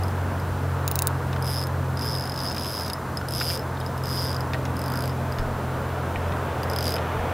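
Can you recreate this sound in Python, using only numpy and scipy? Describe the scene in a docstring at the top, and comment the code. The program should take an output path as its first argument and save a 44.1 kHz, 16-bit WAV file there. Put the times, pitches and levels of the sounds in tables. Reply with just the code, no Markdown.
"""The ratchet of a spinning reel trills like an insect in short runs as a hand turns it, fishing at night.
Each tooth rings a spring of damped modes and ticks a pawl; a band of noise makes the rub of the gears.
The tackle snaps six times and is knocked now and then, in short modal bursts; soft thuds are deep noise.
A far engine hums in sines and slowly sinks in pitch, under faint wavering drones.
Coloured noise makes a steady outdoor rush and hiss."""
import sys
import numpy as np
from scipy import signal
from scipy.fft import rfft, irfft, next_fast_len
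from scipy.io import wavfile
from scipy.ndimage import map_coordinates

SR = 44100
rng = np.random.default_rng(int(sys.argv[2]) if len(sys.argv) > 2 else 0)


def waveform_to_disk(signal):
    """Save audio, clipped to [-1, 1], as 16-bit WAV at the path in sys.argv[1]."""
    frames = np.transpose(np.atleast_2d(signal))
    scaled = np.clip(frames, -1, 1) * 32767
    samples = np.round(scaled).astype(np.int16)
    wavfile.write(sys.argv[1], SR, samples)


N = 323253  # length in samples

# All levels and colours in dB are relative: layers trim or vary them as they are mixed.

# Far engine. Each row: time in seconds, mean firing rate in Hz, second order in dB, third order in dB.
ENGINE = [(0.0, 45.76, -25, -35.5), (0.35, 45.2, -30.5, -37.5), (0.7, 44.7, -29, -31),
          (1.3, 44.26, -31.5, -29.5), (1.8, 44.07, -30, -30.6), (2.3, 43.85, -37.5, -34),
          (2.8, 43.58, -38, -42.5), (3.3, 43.33, -38, -34), (3.6, 43.43, -35.5, -35),
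          (4.1, 43.36, -33.5, -32.1), (5.05, 43, -33.5, -31.0), (5.6, 43.09, -33.0, -34.2),
          (6.3, 43, -31, -34.5), (7.0, 42.59, -33.3, -36.5), (7.33, 42.8, -31.3, -35)]

# Swell of the far rush, used as departures from its mean. Each row: time in seconds, level in dB.
RUSH_SWELL = [(0.1, -31.5), (0.6, -31.5), (3.09, -33.5), (4.64, -31.5), (4.72, -31.5), (5.61, -31),
              (7.25, -27.5)]
# Colours of the four layers of the rush and of the hiss. Each row: frequency in Hz, density in dB per Hz.
RUSH_LOW = [(15, -40), (30, -16), (46, -8), (64, 2), (100, 2), (170, 2), (220, 0), (290, -0.5), (400, -6.5),
            (600, -38)]
RUSH_BODY = [(220, -32), (340, -7), (430, 1.5), (560, 1), (720, 0.5), (850, -5), (1050, -34.5), (1500, -45)]
RUSH_MIDDLE = [(500, -24), (720, -17.5), (880, 3), (1000, 1.5), (1200, -0.5), (1500, -2), (1800, -8.5),
               (2200, -18), (3200, -55)]
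RUSH_UPPER = [(1200, -16), (1900, 5.5), (2600, 4.5), (3500, -0.5), (4500, -13.5), (6500, -16.5),
              (10000, -53)]
HISS = [(1500, -38), (4000, 10), (6500, 4.5), (9000, 3.5), (15600, 2.5), (16000, -20)]
# Colour of the hiss that differs between the ears. Each row: frequency in Hz, density in dB per Hz.
SIDE_HISS = [(700, -26), (2500, -22), (4500, 0), (6000, 12.5), (15600, 11.5), (16000, -20)]

# Modes of the free spring beside its main pitch. Each row: frequency in Hz, level in dB, 60 dB decay in seconds.
SPRING = [(3050, -20, .012), (3650, -17, .012), (4820, -9, .016), (5200, -19.5, .18), (5600, -13, .006)]
# Modes of the pawl. Each row: frequency in Hz, level in dB, 60 dB decay in seconds.
PAWL = [(8060, -16.5, 0.024), (9620, -16, 0.065), (12700, -17, .01), (13200, -8, 0.0091),
        (14100, -8, 0.012)]
# Colour of the pawl's dry crack. Each row: frequency in Hz, density in dB per Hz.
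CRACK = [(1200, -17), (2800, -5.5), (4500, -4.5), (6000, -2), (7000, -11), (8500, -4), (11000, 1),
         (12700, -1.5), (14500, -4), (16000, -15)]
# Single teeth the wheel slips on by. Each row: start in seconds, spring ring in dB, tick in dB, grip from 0 to 1.
SLIPS = [(0.035, -39.5, -39.5, 0.1), (.082, -48, -44, 0.2), (0.399, -46, -46, 0.4), (1.4247, -38, -37, 0.5),
         (1.6699, -46, -37.5, 0.4), (1.9725, -34, -43, 0.4), (2.9331, -30, -33, 0.02),
         (3.172, -29.5, -37, 0), (3.2858, -33.5, -34, 0.02), (3.5938, -35, -42, 0.08),
         (3.802, -40, -45, .1), (3.863, -38, -44, .1), (3.978, -39, -42, 0.17), (4.4068, -37.5, -40, 0.84),
         (5.095, -42, -46, .8), (5.3232, -40.5, -42, 0.82), (5.393, -44, -46, .5), (6.633, -38, -39, .8),
         (6.6397, -54, -42, .5), (6.699, -38, -36, 0.73), (6.714, -46, -42, 0.96), (6.7345, -34, -37, 0.8),
         (6.762, -32, -32, .9), (6.7871, -30, -30, 1), (6.9575, -37, -38, 0.65), (6.965, -41, -38, .8)]
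# Strokes of the hand on the reel. Each row: first tooth in seconds, last tooth in seconds, teeth passed (rounded
# when played), fastest point as a share of the stroke, speed gained there over the starting speed as a ratio,
# spring ring in dB, tick in dB, gear rub in dB, grip at the start from 0 to 1, grip at the end from 0 to 1.
STROKES = [ (1.445, 1.6377, 23, 0.33, 0.69, -34, -37, -48.5, 0.14, .3),
           (1.9937, 2.3205, 29, .11, 2.11, -32.5, -39, -50, 0.12, 0.06),
           (2.342, 2.5165, 15, .65, 1.04, -32.5, -40, -47.5, 0.1, 0.2),
           (2.5265, 2.9, 31.7, 0.56, 1.3, -32, -38.5, -45, 0.1, .2),
           (3.308, 3.5745, 35, 0.86, 1.67, -32.5, -34.5, -45.5, 0.13, 0.74),
           (4.0375, 4.365, 43, .4, 3.1, -33.5, -39, -50, 0.33, 0.72),
           (4.7675, 5.077, 17, 0.9, .55, -38.5, -36.5, -59, 0.55, 0.76),
           (6.8076, 6.9406, 10.2, 0.5, 0.78, -30, -32.5, -42.5, 0.9, 0.53)]

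# Sharp snaps of the tackle. Each row: start in seconds, level in dB, weight of the modes under 8 kHz in dB.
SNAPS = [(0.878, -8.5, 1.5), (0.9137, -10, 2), (0.956, -8.5, 2), (0.99, -8, 4), (1.0212, -7, 0),
         (1.071, -4, -2.5)]
# What a snap rings with. Each row: frequency in Hz, level in dB, 60 dB decay in seconds.
SNAP_MODES = [(2640, -21, 0.015), (3770, -13.5, 0.011), (3960, -10, 0.006), (5070, -8, 0.0047),
              (6600, -11, 0.0065), (7530, -13, 0.0081), (9000, -4.5, 0.005), (11200, -8, 0.0063),
              (12400, -9, 0.0049), (15600, 2.5, 0.0043)]

# Faint higher drones. Each row: loudest moment in seconds, half length in seconds, mean pitch in Hz, level in dB.
DRONES = [(2.4, 1, 233.2, -47.5), (4.701, 0.53, 274.4, -43), (5.35, 1, 235.6, -41.5),
          (6.901, 0.59, 237.4, -51)]

# Knocks on rod and reel. Each row: start in seconds, peak in dB, centre in Hz, scuff beside the ring from 0 to 1.
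KNOCKS = [(1.3294, -26, 2816, 0.97), (1.3628, -29, 2400, .6), (2.511, -26, 4500, .4),
          (2.57, -25, 2800, 0.8), (2.8997, -22.5, 4020, .5), (3.2131, -23.5, 1400, 0.2),
          (3.412, -17.5, 1495, 0.5), (3.5014, -21, 3300, .9), (3.772, -34, 3650, 0), (3.812, -33, 3200, 0),
          (4.5345, -16.5, 2830, 0.44), (4.5446, -21, 2080, 0.2), (4.6533, -26, 4200, 0.8),
          (5.3855, -26, 2980, 0.82), (6.1589, -21, 2480, 0.06), (6.322, -28, 2928, .27),
          (6.9648, -24.5, 2602, .1), (6.983, -25, 2900, .3)]
# Modes of the reel body. Each row: frequency in Hz, level in dB, 60 dB decay in seconds.
BODY = [(1452, 10, 0.019), (1893, -1, 0.036), (2470, -2.5, 0.01), (3120, -8, 0.02), (3710, -3, 0.023),
        (4260, -6, 0.031), (5020, 9.5, 0.0076), (6570, 5.5, 0.0092)]
# Colours of the scuff and of the gears' rub. Each row: frequency in Hz, density in dB per Hz.
SCUFF = [(800, -13), (2000, 10), (4000, 4.5), (6500, -11), (12000, -11)]
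GEAR_RUB = [(900, -26), (1500, -13), (2300, -8), (3100, -7), (4000, -4.5),
            (4700, -10), (6300, -7.0), (8000, -21.5), (12000, -16)]

# Handling bumps on the microphone. Each row: start in seconds, level in dB.
BUMPS = [(5.39, -30), (5.68, -37), (6.16, -35), (7.15, -37)]
# Colour of a bump. Each row: frequency in Hz, density in dB per Hz.
BUMP_COLOUR = [(8, -26), (18, -12), (30, 34), (45, 22), (70, -19), (160, -55.0)]

SPRING_HZ, SPRING_SAG_HZ = 5080, 200  # main pitch of the free spring, and its fall under a full grip
TICK_HZ, TICK_RISE_HZ, TICK_SINK_HZ = 10920, 900, 3300  # rises with grip, sinks late in a tightening stroke
TOOTH_LUCK_DB = 1.0  # no two teeth drop equally hard
ACCENT_DB = 1.8  # the hand's pressure wavers
TOOTH_SCATTER_S = .0003  # the teeth are not quite evenly spaced
SLOW_SPRING_DB, SLOW_TICK_DB = -1.5, -1.5  # the pawl drops more softly at the slow ends of a stroke
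ONSET_DB, ONSET_S = -1, 0.0098  # how much fainter a stroke begins, and the time constant of its recovery
RUB_FADE_S = 0.027  # the gears' rub swells and fades in this time
TOP_HZ = 16000  # middle of the slope at the top of the band


def amp(db):
    """Turn decibels into gain."""
    return 10 ** (np.asarray(db) / 20)


def unit(x):
    """Scale to rms 1."""
    return x / np.sqrt(np.mean(x ** 2) + 1e-20)


def curves(rows):
    """Draw each column after the time as a curve over every sample."""
    s, *columns = np.transpose(rows)
    return [np.interp(np.arange(N) / SR, s, column) for column in columns]


def wobble(rate):
    """Drift along a smooth random curve with rate knots a second."""
    knots = rng.standard_normal(int(N * rate / SR) + 4)
    return map_coordinates(knots, [np.arange(N) * rate / SR])


def filtered(x, response):
    """Shape the spectrum of x by a gain that depends on frequency."""
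    size = next_fast_len(N + SR // 4)
    spectrum = rfft(x, size) * response(np.fft.rfftfreq(size, 1 / SR))
    return irfft(spectrum, size)[..., :N]


def noise(colour):
    """Colour white noise by a spectral curve and bring it to rms 1."""
    f, db = np.transpose(colour)
    white = rng.standard_normal(N)
    return unit(filtered(white, lambda hz: amp(np.interp(np.log(hz + 1), np.log(f), db))))


def strike(x):
    """Scale a blow so that its first 3 ms have rms 1."""
    return x / np.sqrt(np.mean(x[:SR * 3 // 1000] ** 2) + 1e-20)


def ring(modes, scatter_db, detune, size=6000):
    """Sum damped modes, struck at new strengths; heavily damped ones stray most in pitch."""
    hz, db, t60 = np.transpose(modes)[:, :, None]
    t = np.arange(size) / SR
    luck, stray = rng.standard_normal((2, len(modes), 1))
    sign = (-1) ** np.arange(len(modes))[:, None]
    wave = sign * np.sin(2 * np.pi * (hz + detune * stray / t60) * t)
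    decay = np.exp(-np.log(1000) * t / t60)
    return np.sum(amp(db + scatter_db * luck) * decay * wave, 0)


def add(track, s, sound):
    """Mix a sound into a track at time s."""
    part = track[max(round(s * SR), 0):][:len(sound)]
    part += sound[:len(part)]


def engine():
    """A far engine hums by its second and third orders, sines at multiples of a wavering firing rate."""
    firing_hz, *levels = curves(ENGINE)
    turn = 2 * np.pi * np.cumsum(firing_hz + .15 * wobble(5)) / SR
    hum = np.zeros(N)
    for order, level_db in enumerate(levels, 2):
        hum += amp(level_db + 0.93 * wobble(12)) * np.sin(order * turn)
    return np.sqrt(2) * hum


def night_air():
    """A far, dull rush whose layers all follow one slow swell, with a smooth hiss above it."""
    rush_db, = curves(RUSH_SWELL)
    swell_db = rush_db - rush_db.mean()
    low = amp(-35.5 + 0.51 * swell_db + 0.94 * wobble(10.0)) * noise(RUSH_LOW)
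    body = amp(-36.0 + 1.25 * swell_db + 0.14 * wobble(3.7)) * noise(RUSH_BODY)
    middle = amp(-36.0 + 0.73 * swell_db + 0.9 * wobble(7.6)) * noise(RUSH_MIDDLE)
    upper = amp(-49.0 + 1.57 * swell_db + 0.18 * wobble(9.9)) * noise(RUSH_UPPER)
    hiss = amp(-52.0) * noise(HISS)
    return low + body + middle + upper + hiss


def side_hiss():
    """A very faint high hiss, to be heard with opposite sign in the two ears."""
    return amp(-60.0) * noise(SIDE_HISS)


def ratchet():
    """Every tooth rings the spring and ticks the pawl; a firm grip damps both and lowers the spring's pitch."""
    out, t = np.zeros(N), np.arange(SR // 7) / SR
    grit, pressure_db = noise(CRACK), ACCENT_DB * wobble(35)
    teeth = [(*slip, 0) for slip in SLIPS]
    for row in STROKES:
        teeth.extend(stroke(*row))
    for s, spring_db, tick_db, grip, sink_hz in teeth:
        grip = np.clip(grip, 0, 1)
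        spring_luck, tick_luck = TOOTH_LUCK_DB * rng.standard_normal(2)
        # the hand's losses add to the spring's own, so its longest ring suffers most
        held = [(hz, db, 1 / (1 / t60 + 1.9 * grip)) for hz, db, t60 in SPRING]
        main = (SPRING_HZ - SPRING_SAG_HZ * grip, 0, .025 - 0.0079 * grip)
        spring = strike(ring([main] + held, scatter_db=2.5, detune=1.34))
        add(out, s, amp(spring_db + 1.5 + pressure_db[round(s * SR)] + spring_luck) * spring)
        # the pawl's tick shortens and turns into a dry crack
        tip = (TICK_HZ + TICK_RISE_HZ * grip - sink_hz, 1 + 5 * grip, 0.017 * amp(-11 * grip))
        pawl = strike(ring([tip] + PAWL, scatter_db=4.5, detune=1.1, size=len(t)))
        crack_fade = np.exp(-t / 0.0012) + 0.093 * np.exp(-t / 0.0015)
        crack = strike(grit[round(s * SR):][:len(t)] * crack_fade)
        dryness = np.clip(0.34 + 0.85 * grip, 0, 1)
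        tick = np.sqrt(1 - dryness) * pawl + np.sqrt(dryness) * crack
        add(out, s, amp(tick_db + 0.5 + 0.82 * tick_luck) * tick)
    return out


def stroke(first_s, last_s, teeth, fastest, spurt, spring_db, tick_db, rub_db, grip_from, grip_to):
    """The wheel speeds up and slows again, giving each tooth its time, spring dB, tick dB, grip and tick sink Hz."""
    along = np.linspace(0, 1, 200)
    ramp = np.interp(along, [0, np.clip(fastest, .05, .95), 1], [0, 1, 0])
    push = np.sin(np.pi / 2 * ramp) ** 1.5
    speed = 1 + spurt * push
    turned = np.cumsum(speed) - (speed + speed[0]) / 2
    # teeth lie evenly round the wheel; u is the share of the stroke's time when each one passes
    u = np.interp(np.linspace(0, 1, round(teeth)), turned / turned[-1], along)
    slow = 1 - np.interp(u, along, push)
    since_first_s = (last_s - first_s) * u
    s = first_s + since_first_s + TOOTH_SCATTER_S * rng.standard_normal(len(u))
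    tighten = grip_to - grip_from
    # the first teeth are faint, until the wheel is under way
    onset_db = ONSET_DB * np.exp(-since_first_s / ONSET_S)
    spring_levels = spring_db + onset_db + SLOW_SPRING_DB * slow
    tick_levels = tick_db + onset_db / 2 + SLOW_TICK_DB * slow
    return np.transpose([s, spring_levels, tick_levels, grip_from + tighten * u, TICK_SINK_HZ * tighten * u ** 3])


def near_echo(x):
    """A rough surface about a metre away returns a faint copy, smeared by a short burst of noise."""
    t = np.arange(SR // 50) / SR
    response = rng.standard_normal(len(t)) * np.exp(-((t - .006) / 0.0012) ** 2)
    return signal.fftconvolve(x, response / np.linalg.norm(response))[:N]


def snaps():
    """The tackle snaps: very short, bright bursts of damped modes."""
    out = np.zeros(N)
    for s, db, low_db in SNAPS:
        modes = [(hz, level + low_db * (hz < 8000), t60) for hz, level, t60 in SNAP_MODES]
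        snap = strike(ring(modes, scatter_db=2.5, detune=.6))
        add(out, s + 0.00053, amp(db - 12.0) * snap)
    return out


def drone():
    """Faint, wavering tones above the engine, each swelling and fading."""
    t, out = np.arange(N) / SR, np.zeros(N)
    for s, half_s, hz, db in DRONES:
        turn = 2 * np.pi * np.cumsum(hz + 3 * wobble(8)) / SR
        swell = np.exp(-((t - s) / half_s) ** 2)
        out += amp(db + 2.1 * wobble(5.2)) * swell * np.sin(turn)
    return np.sqrt(2) * out


def knocks():
    """Fingers knock the reel body; a clean tap rings the modes near its own centre, a scuff rings them all."""
    out, t = np.zeros(N), np.arange(SR // 20) / SR
    scuff = noise(SCUFF)
    for s, db, centre_hz, scuff_share in KNOCKS:
        focus_db = 90 * amp(-32 * scuff_share)  # loss one octave away from the centre
        modes = [(hz, level - focus_db * np.log2(hz / centre_hz) ** 2, t60) for hz, level, t60 in BODY]
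        tap = strike(ring(modes, scatter_db=1.5, detune=.9, size=len(t)))
        scrape = strike(np.exp(-t / 0.0073) * scuff[round(s * SR):][:len(t)])
        knock = tap + scuff_share * scrape
        add(out, s, amp(db + 1.5) * knock / np.abs(knock).max())
    return out


def gears():
    """The gears give a gritty rub of fluttering noise that lasts as long as each stroke."""
    t, turning = np.arange(N) / SR, np.zeros(N)
    for first_s, last_s, *_, rub_db, grip_from, grip_to in STROKES:
        inside_s = np.minimum(t - first_s, last_s - t)
        turning += amp(rub_db) * np.clip(inside_s / RUB_FADE_S + .5, 0, 1)
    return turning * unit(noise(GEAR_RUB) * amp(4.2 * wobble(300)))


def bumps():
    """Soft deep thuds of low noise as the microphone is moved."""
    swell, t = np.zeros(N), np.arange(SR // 2) / SR
    thud = (1 - np.exp(-t / .006)) * np.exp(-t / .11)
    for s, db in BUMPS:
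        add(swell, s, amp(db) * thud)
    return swell * noise(BUMP_COLOUR)


def scene():
    """Everything arrives in the middle; only the high hiss differs between the ears."""
    reel = ratchet() + gears() + snaps() + knocks()
    echo = amp(-13.0) * near_echo(reel)
    mid = reel + echo + engine() + drone() + night_air() + bumps()
    side = side_hiss()
    return np.array([mid + side, mid - side])


def record(dry):
    """A steep slope takes away everything above about 16 kHz."""
    return filtered(dry, lambda hz: np.clip((TOP_HZ - hz) / 800 + .5, 0, 1) ** 2)


dry = scene()
out = record(dry)
waveform_to_disk(out)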